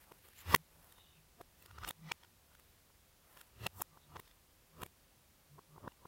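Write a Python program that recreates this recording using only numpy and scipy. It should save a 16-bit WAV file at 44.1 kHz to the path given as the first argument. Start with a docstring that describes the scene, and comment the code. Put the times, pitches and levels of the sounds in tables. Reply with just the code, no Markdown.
"""In a small, quiet room the silicone bubbles of a push-pop toy are pressed on a wooden table.
Each pop is a struck set of decaying modes with a diffuse room tail, reversed in time: it swells and stops dead.
Booms are low modes amid narrow-band noise, also reversed; fingers rub and squeak as resonated random slips.
Beneath it all lies the steady, coloured noise of the room."""
import sys
import numpy as np
from scipy import signal
from scipy.fft import rfft, irfft, next_fast_len
from scipy.io import wavfile
from scipy.ndimage import uniform_filter1d

SR = 44100
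rng = np.random.default_rng(int(sys.argv[2]) if len(sys.argv) > 2 else 0)


def inscribe(sig):
    """Save sig as 16-bit PCM at rate SR to the path in sys.argv[1].

    A 1-D sig is mono; a 2-D sig holds one channel per row.
    Samples are clipped to [-1, 1] before scaling.
    """
    pcm = np.round(np.clip(np.atleast_2d(sig).T, -1, 1) * 32767)
    wavfile.write(sys.argv[1], SR, pcm.astype(np.int16))


N = 267863  # length of the scene in samples


def undb(db):
    """Level definition: an amplitude gain is ten to the power of a twentieth of its decibels."""
    return 10 ** (np.asarray(db) / 20)


def unit(x):
    """Power normalization: scale a signal to a root mean square of one."""
    return x / np.sqrt(np.mean(x ** 2))


def decay(t, t60):
    """Exponential decay: the amplitude falls by 60 dB in every t60 seconds."""
    return np.exp(-np.log(1000) * t / t60)


def colour(x, points):
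    """Linear filtering: weight the spectrum by (Hz, dB) points joined along a logarithmic frequency axis."""
    hz, db = np.transpose(points)
    f = np.maximum(np.fft.rfftfreq(len(x), 1 / SR), 1)
    gain = undb(np.interp(np.log(f), np.log(hz), db))
    return irfft(rfft(x) * gain, len(x))


def resonate(x, hz, width_hz):
    """Resonance: a second-order system passes its centre frequency with a gain of one."""
    b, a = signal.iirpeak(hz, hz / width_hz, fs=SR)
    return signal.lfilter(b, a, x)


def resonate_twice(x, hz, width_hz):
    """Cascaded resonance: two equal resonators in series give steeper skirts."""
    return resonate(resonate(x, hz, width_hz), hz, width_hz)


def add_reversed(out, sound, end_s):
    """Time reversal: superpose a sound backwards, so that its attack comes last, at end_s."""
    end = min(int(end_s * SR), N)
    count = min(end, len(sound))
    out[end - count:end] += sound[:count][::-1]


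def air(level_db=-67):
    """Stationary noise: the faint, steady rumble and hiss of the room is random noise of a fixed spectrum."""
    # Spectrum of the background. Each row: frequency in Hz, relative level in dB per Hz.
    spectrum = [(15, -32), (25, -2.5), (43, -2), (80, 0), (113, -8), (148, -7), (241, -12.5), (269, -13.5),
                (392, -13.5), (449, -17), (527, -12.5), (587, -16), (857, -16.5), (1510, -19),
                (15800, -24.5)]
    return undb(level_db) * unit(colour(rng.standard_normal(N), spectrum))


def rubs(grain_db=5, patchy_db=2.0, patch_s=0.0084):
    """Friction: tiny random slips of skin on silicone excite resonators, broad for scuffs, narrow for squeaks."""
    # Scuffs of the fingers. Each row: middle in seconds, half length in seconds, level in dB, pitch in Hz.
    scuffs = [(0.026, 0.022, -67.5, 1800), (0.106, 0.09, -72, 885), (0.329, .14, -70, 1900),
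              (0.404, 0.032, -62, 2400), (.865, .17, -70.5, 750), (2.656, .2, -78.5, 2800),
              (3.36, .11, -68.5, 900)]
    # Faint squeaks and one high, hissing scuff. Each row: middle in seconds, half length in seconds,
    # pitch in Hz, width of each resonator in Hz, level in dB.
    further_strokes = [(.395, 0.024, 7400, 1800, -61), (1.04, 0.1, 3660, 240, -69.5),
                       (1.043, 0.093, 2900, 240, -73), (1.173, .045, 2580, 500, -74),
                       (4.03, .033, 3720, 400, -75)]
    scuff_width = 1.7  # as a share of the scuff's pitch
    skin_hz, skin_width_hz, skin_db = 11605, 9000, -1  # dry hiss of the skin; dB over its scuff

    out, t = np.zeros(N), np.arange(N) / SR
    slips = rng.standard_normal(N) * undb(grain_db * rng.standard_normal(N))
    patches = unit(uniform_filter1d(rng.standard_normal(N), int(patch_s * SR)))
    grip = undb(patchy_db * patches)
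    strokes = list(further_strokes)
    for s, half_s, db, hz in scuffs:
        strokes.append((s, half_s, hz, scuff_width * hz, db))
        strokes.append((s, half_s, skin_hz, skin_width_hz, db + skin_db))
    for s, half_s, hz, width_hz, db in strokes:
        on = np.abs(t - s) < 2 * half_s
        friction = unit(resonate_twice(slips[on], hz, width_hz) * grip[on])
        stroke = np.exp(-((t[on] - s) / half_s) ** 2)
        out[on] += undb(db) * friction * stroke
    return out


def booms(peak_s=0.039, rumble=.7):
    """Modal response: a low mode amid narrow-band rumble slowly builds and fades, reversed in time."""
    # Hollow booms of toy and table under a press. Each row: end in seconds, pitch in Hz, level in dB.
    presses = [(.553, 87.6, -44.5), (.64, 153.9, -64), (0.829, 157, -67.5), (1.232, 157, -67.5),
               (1.792, 85, -55.5), (1.871, 82, -51.5), (1.897, 48.4, -54), (2.105, 158.7, -50.5),
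               (3.678, 107, -50.5), (3.674, 67, -54), (3.823, 93, -58), (3.979, 156, -69.5),
               (4.164, 148, -61), (4.204, 82, -58.5), (4.82, 159, -63.5), (4.867, 83, -57.5),
               (5.594, 146, -60), (5.785, 151.5, -61.5), (5.883, 99.4, -62)]
    # the lower the boom, the more it rumbles; the higher ones hum more cleanly
    rumble_hz, rumble_power = 90, 2.3

    out, t = np.zeros(N), np.arange(SR // 4) / SR
    swell = (t / peak_s * np.exp(1 - t / peak_s)) ** 2
    for s, hz, db in presses:
        spread = unit(resonate_twice(rng.standard_normal(len(t)), hz, hz / 2))
        share = rumble * (rumble_hz / hz) ** rumble_power
        mode = np.sin(2 * np.pi * hz * t)
        add_reversed(out, undb(db) * swell * unit(mode + share * spread), s)
    return out


def room_tail(build_s=0.012, echo_db=6, t60_s=0.22):
    """Reverberation: uneven reflections build up and decay exponentially, a few pitches standing out."""
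    # Spectrum of the diffuse field. Each row: frequency in Hz, level in dB.
    spectrum = [(100, -8.5), (300, -9.5), (600, -9.5), (1000, -13), (2500, -14), (4000, -10), (7000, -13),
                (15000, -9.5)]
    # Resonances of the room. Each row: frequency in Hz, width in Hz, level in dB.
    resonances = [(1179, 58, -7.5), (2000, 23, -12.5)]

    t = np.arange(next_fast_len(SR // 4)) / SR
    noise = unit(rng.standard_normal(len(t)) * undb(echo_db * rng.standard_normal(len(t))))
    field = colour(noise, spectrum)
    for hz, width_hz, db in resonances:
        field = field + undb(db) * resonate(noise, hz, width_hz)
    fade = (1 - np.exp(-(t / build_s) ** 2)) * decay(t, t60_s)
    return field * fade / np.sqrt(np.sum(fade ** 2))


def snap(note_hz, t60, band_db, crack_db, note_db, detune, grain_db=4, attack_s=0.0038, contact_s=0.000074):
    """Modal superposition: a flipping dome rings its note and the frame's modes, and its rim crackles."""
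    # Modes of the plastic frame. Each row: frequency in Hz, level in dB before the bands are balanced,
    # ring time as a share of t60.
    modes = [(84.43, -12, 1.2), (170, -4.5, 0.64), (320, -5.5, 1.2), (391, 1.5, 0.51), (562, -4.5, 0.9),
             (953, 1, 1.3), (1120, -2.5, 0.77), (1202, -2.5, 0.83), (1564.3, -6, 0.36), (1870, -6.5, 1.4),
             (2796, -8, 1.1), (3284, -7.5, 1.4), (3730, -2, 0.8), (4338, -5.5, 1.2), (5250, -2.5, 0.89)]
    # Successive limits of the thud, knock, clack, snap and fizz bands, in Hz.
    edges_hz = [55, 700, 1400, 3000, 7000, 19000]

    t = np.arange(SR // 20) / SR
    hz, mode_db, share = np.transpose(modes)[:, :, None]
    # each mode's pitch is scattered a little at random
    hz = hz * (1 + detune * rng.standard_normal(hz.shape))
    # neighbouring modes swing in opposite directions
    push = (-1) ** np.arange(len(modes))[:, None] * undb(mode_db)
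    ring = np.sum(push * np.sin(2 * np.pi * hz * t) * decay(t, t60 * share), axis=0)
    note = undb(note_db) * np.cos(2 * np.pi * note_hz * t) * decay(t, 1.4 * t60)
    grains = rng.standard_normal(len(t)) * undb(grain_db * rng.standard_normal(len(t)))
    crack = undb(crack_db) * grains * decay(t, .85 * t60)
    onset = 1 - np.exp(-t / contact_s)
    blow = (ring + note + crack) * onset
    # a narrow dip near 640 Hz thins the blow
    blow = blow - resonate(blow, 639, 79)
    out = 0
    for low_hz, high_hz, db in zip(edges_hz, edges_hz[1:], band_db):
        sos = signal.butter(3, (low_hz, high_hz), "bandpass", fs=SR, output="sos")
        band = signal.sosfilt(sos, blow)
        # each band's level is that of its attack
        attack_rms = np.sqrt(np.mean(band[:int(attack_s * SR)] ** 2))
        out = out + undb(db) * band / attack_rms
    return out


def pops(count=2):
    """Impact excitation, reversed in time: a soft contact knocks dully, a hard one clacks, each with its tail."""
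    # Pops and ticks. Each row: end of the reversed snap in seconds, strongest note in Hz, knock level in dB,
    # hardness of the contact in dB, thud level in dB, fizz level in dB, gain of the room tail in dB.
    presses = [ (0.1232, 940, -50.5, -9, -53.5, -63, -1), (0.289, 1184, -73, 5.5, -65.5, -60, 10),
               (.5360, 1209, -42, -8.5, -48, -45.5, -9), (0.5483, 1110, -17, -10.5, -25, -32, -7),
               (0.5502, 1970, -27, 3.5, -39.5, -27.5, -1.5), (.5631, 1992, -46, 3, -41, -36.5, -2),
               (0.9264, 3700, -78, 10.5, -88, -59, 7), (0.989, 1010, -63, -4.5, -68, -75, -1),
               (1.4164, 702, -57.5, -1.5, -52, -59.5, 1), (1.6272, 2660, -69.5, 3.5, -68, -59.5, 8),
               (1.6624, 4880, -64, 4, -63, -57.5, 4), (1.7142, 1410, -57, -4, -66.5, -69, 7.5),
               (1.7877, 1325, -49.5, -3.5, -59, -70, 4.5), (1.8379, 1270, -45.5, -5, -56, -70, -10),
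               (1.85, 1470, -43.5, -1, -60, -69, 0.5), (1.8808, 925, -47, 0, -62, -47, -6),
               (1.8903, 2920, -58.5, 8.5, -52, -41.5, -13), (1.8934, 3580, -66, 10, -72, -39.5, -13),
               (1.9107, 3670, -43.5, -1.5, -47.5, -44.5, 10), (2.1208, 2325, -37, 1, -45, -48.5, -3),
               (2.2372, 3330, -62, 0.5, -76.5, -75, 4), (2.2510, 1450, -64, -1.5, -77, -78, -6),
               (2.522, 1460, -67, -5, -78.5, -81.5, 1.5), (2.554, 1420, -65, -0.5, -75, -65, 5),
               (2.6, 1220, -67.5, 0, -75, -62.5, -4.5), (2.9060, 1090, -66, -10, -70, -80, 0),
               (3.375, 1033, -56, -2.5, -63, -63, -2), (3.4156, 1385, -64, 7, -83, -54.5, 7),
               (3.6684, 2670, -35.5, 0, -38, -40, -.5), (3.6740, 2600, -48, -4, -45.5, -61, 9.5),
               (3.8107, 746, -52, -1.5, -54.5, -62, 2), (3.8215, 922, -35.5, -13, -47.5, -32, -3.5),
               (3.9773, 904, -55, -20.5, -64, -77.5, 2.5), (4.1631, 910, -45.5, -10.5, -51.5, -68.5, 0.5),
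               (4.1697, 1105, -43.5, -8, -53, -75.5, 0), (4.201, 1035, -47, -5.5, -49.5, -51.5, 1),
               (4.2794, 3650, -69, 2, -78, -68, 11), (4.3150, 3460, -70.5, 3.5, -76, -76, 9),
               (4.8217, 1280, -50, -3, -52, -51, -4.5), (4.8359, 1020, -37, -7.5, -40, -45.5, -1),
               (4.8652, 2300, -61, 0, -54, -54, 4), (5.587, 1040, -55, -27, -57, -78.5, 0),
               (5.5944, 1092, -49.5, -26, -53.5, -79, -6), (5.7660, 950, -57, -26, -59.5, -78.5, -4.5),
               (5.7840, 933, -49.5, -30, -53.5, -77.5, -2), (5.8528, 903, -52.5, -27, -52.5, -83, -1),
               (5.867, 925, -63, -16, -51, -83.5, 7), (5.8815, 974, -38.5, -18, -42, -68, -3),
               (5.9232, 2800, -64, -3, -74, -73, 5), (6.0586, 1020, -45.5, -29, -48.5, -72, -3)]
    # Clack and snap of the frame. Each row: centre in Hz, level in dB over the knock,
    # dB gained per dB of hardness.
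    contact = [(2000, .5, 1.07), (4370, -2, 1.39)]
    # ring time for a middling press and note; a firmer finger damps it, and higher notes die sooner
    ring_t60_s, mid_press_db, mid_note_hz = .024, -49.5, 990
    ring_halving_db, ring_note_power = 65, .3
    # clack and snap ring louder the nearer they lie to the dome's note
    note_lift_db, note_reach_octaves = 4, 0.57

    out = np.zeros(N)
    centre_hz, offset_db, per_hardness = np.transpose(contact)
    for s, note_hz, db, hardness_db, thud_db, fizz_db, room_db in presses:
        octaves = np.log2(centre_hz / note_hz)
        lift_db = note_lift_db * np.exp(-(octaves / note_reach_octaves) ** 2)
        clack_db, snap_db = db + offset_db + per_hardness * hardness_db + lift_db
        band_db = thud_db, db, clack_db, snap_db, fizz_db
        press_damping = 2 ** ((mid_press_db - db) / ring_halving_db)
        t60 = ring_t60_s * press_damping * (mid_note_hz / note_hz) ** ring_note_power
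        add_reversed(out, snap(note_hz, t60, band_db, crack_db=5.0, note_db=2.5, detune=.012), s)
        # the toy radiates a different mix towards each wall
        for _ in range(count):
            sideways = snap(note_hz, t60, band_db, crack_db=6.5, note_db=-5, detune=.06)
            reflected = signal.fftconvolve(sideways, room_tail())
            add_reversed(out, undb(room_db) / np.sqrt(count) * reflected, s)
    return out


def scene():
    """Linear superposition: room noise, finger friction, booms and pops add up at one point."""
    return (air() + rubs() + booms() + pops())[None]


def record(dry, top_hz=15950):
    """Transducer response: one microphone, a little bright at the very top, with a steep cut above."""
    bright = colour(dry[0], [(5000, -0.67), (7500, -1.4), (10000, 0), (15500, 1.5)])
    lowpass = signal.firwin(255, top_hz, window="blackman", fs=SR)
    return signal.fftconvolve(bright, lowpass, "same")[None]


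dry = scene()
out = record(dry)
inscribe(out)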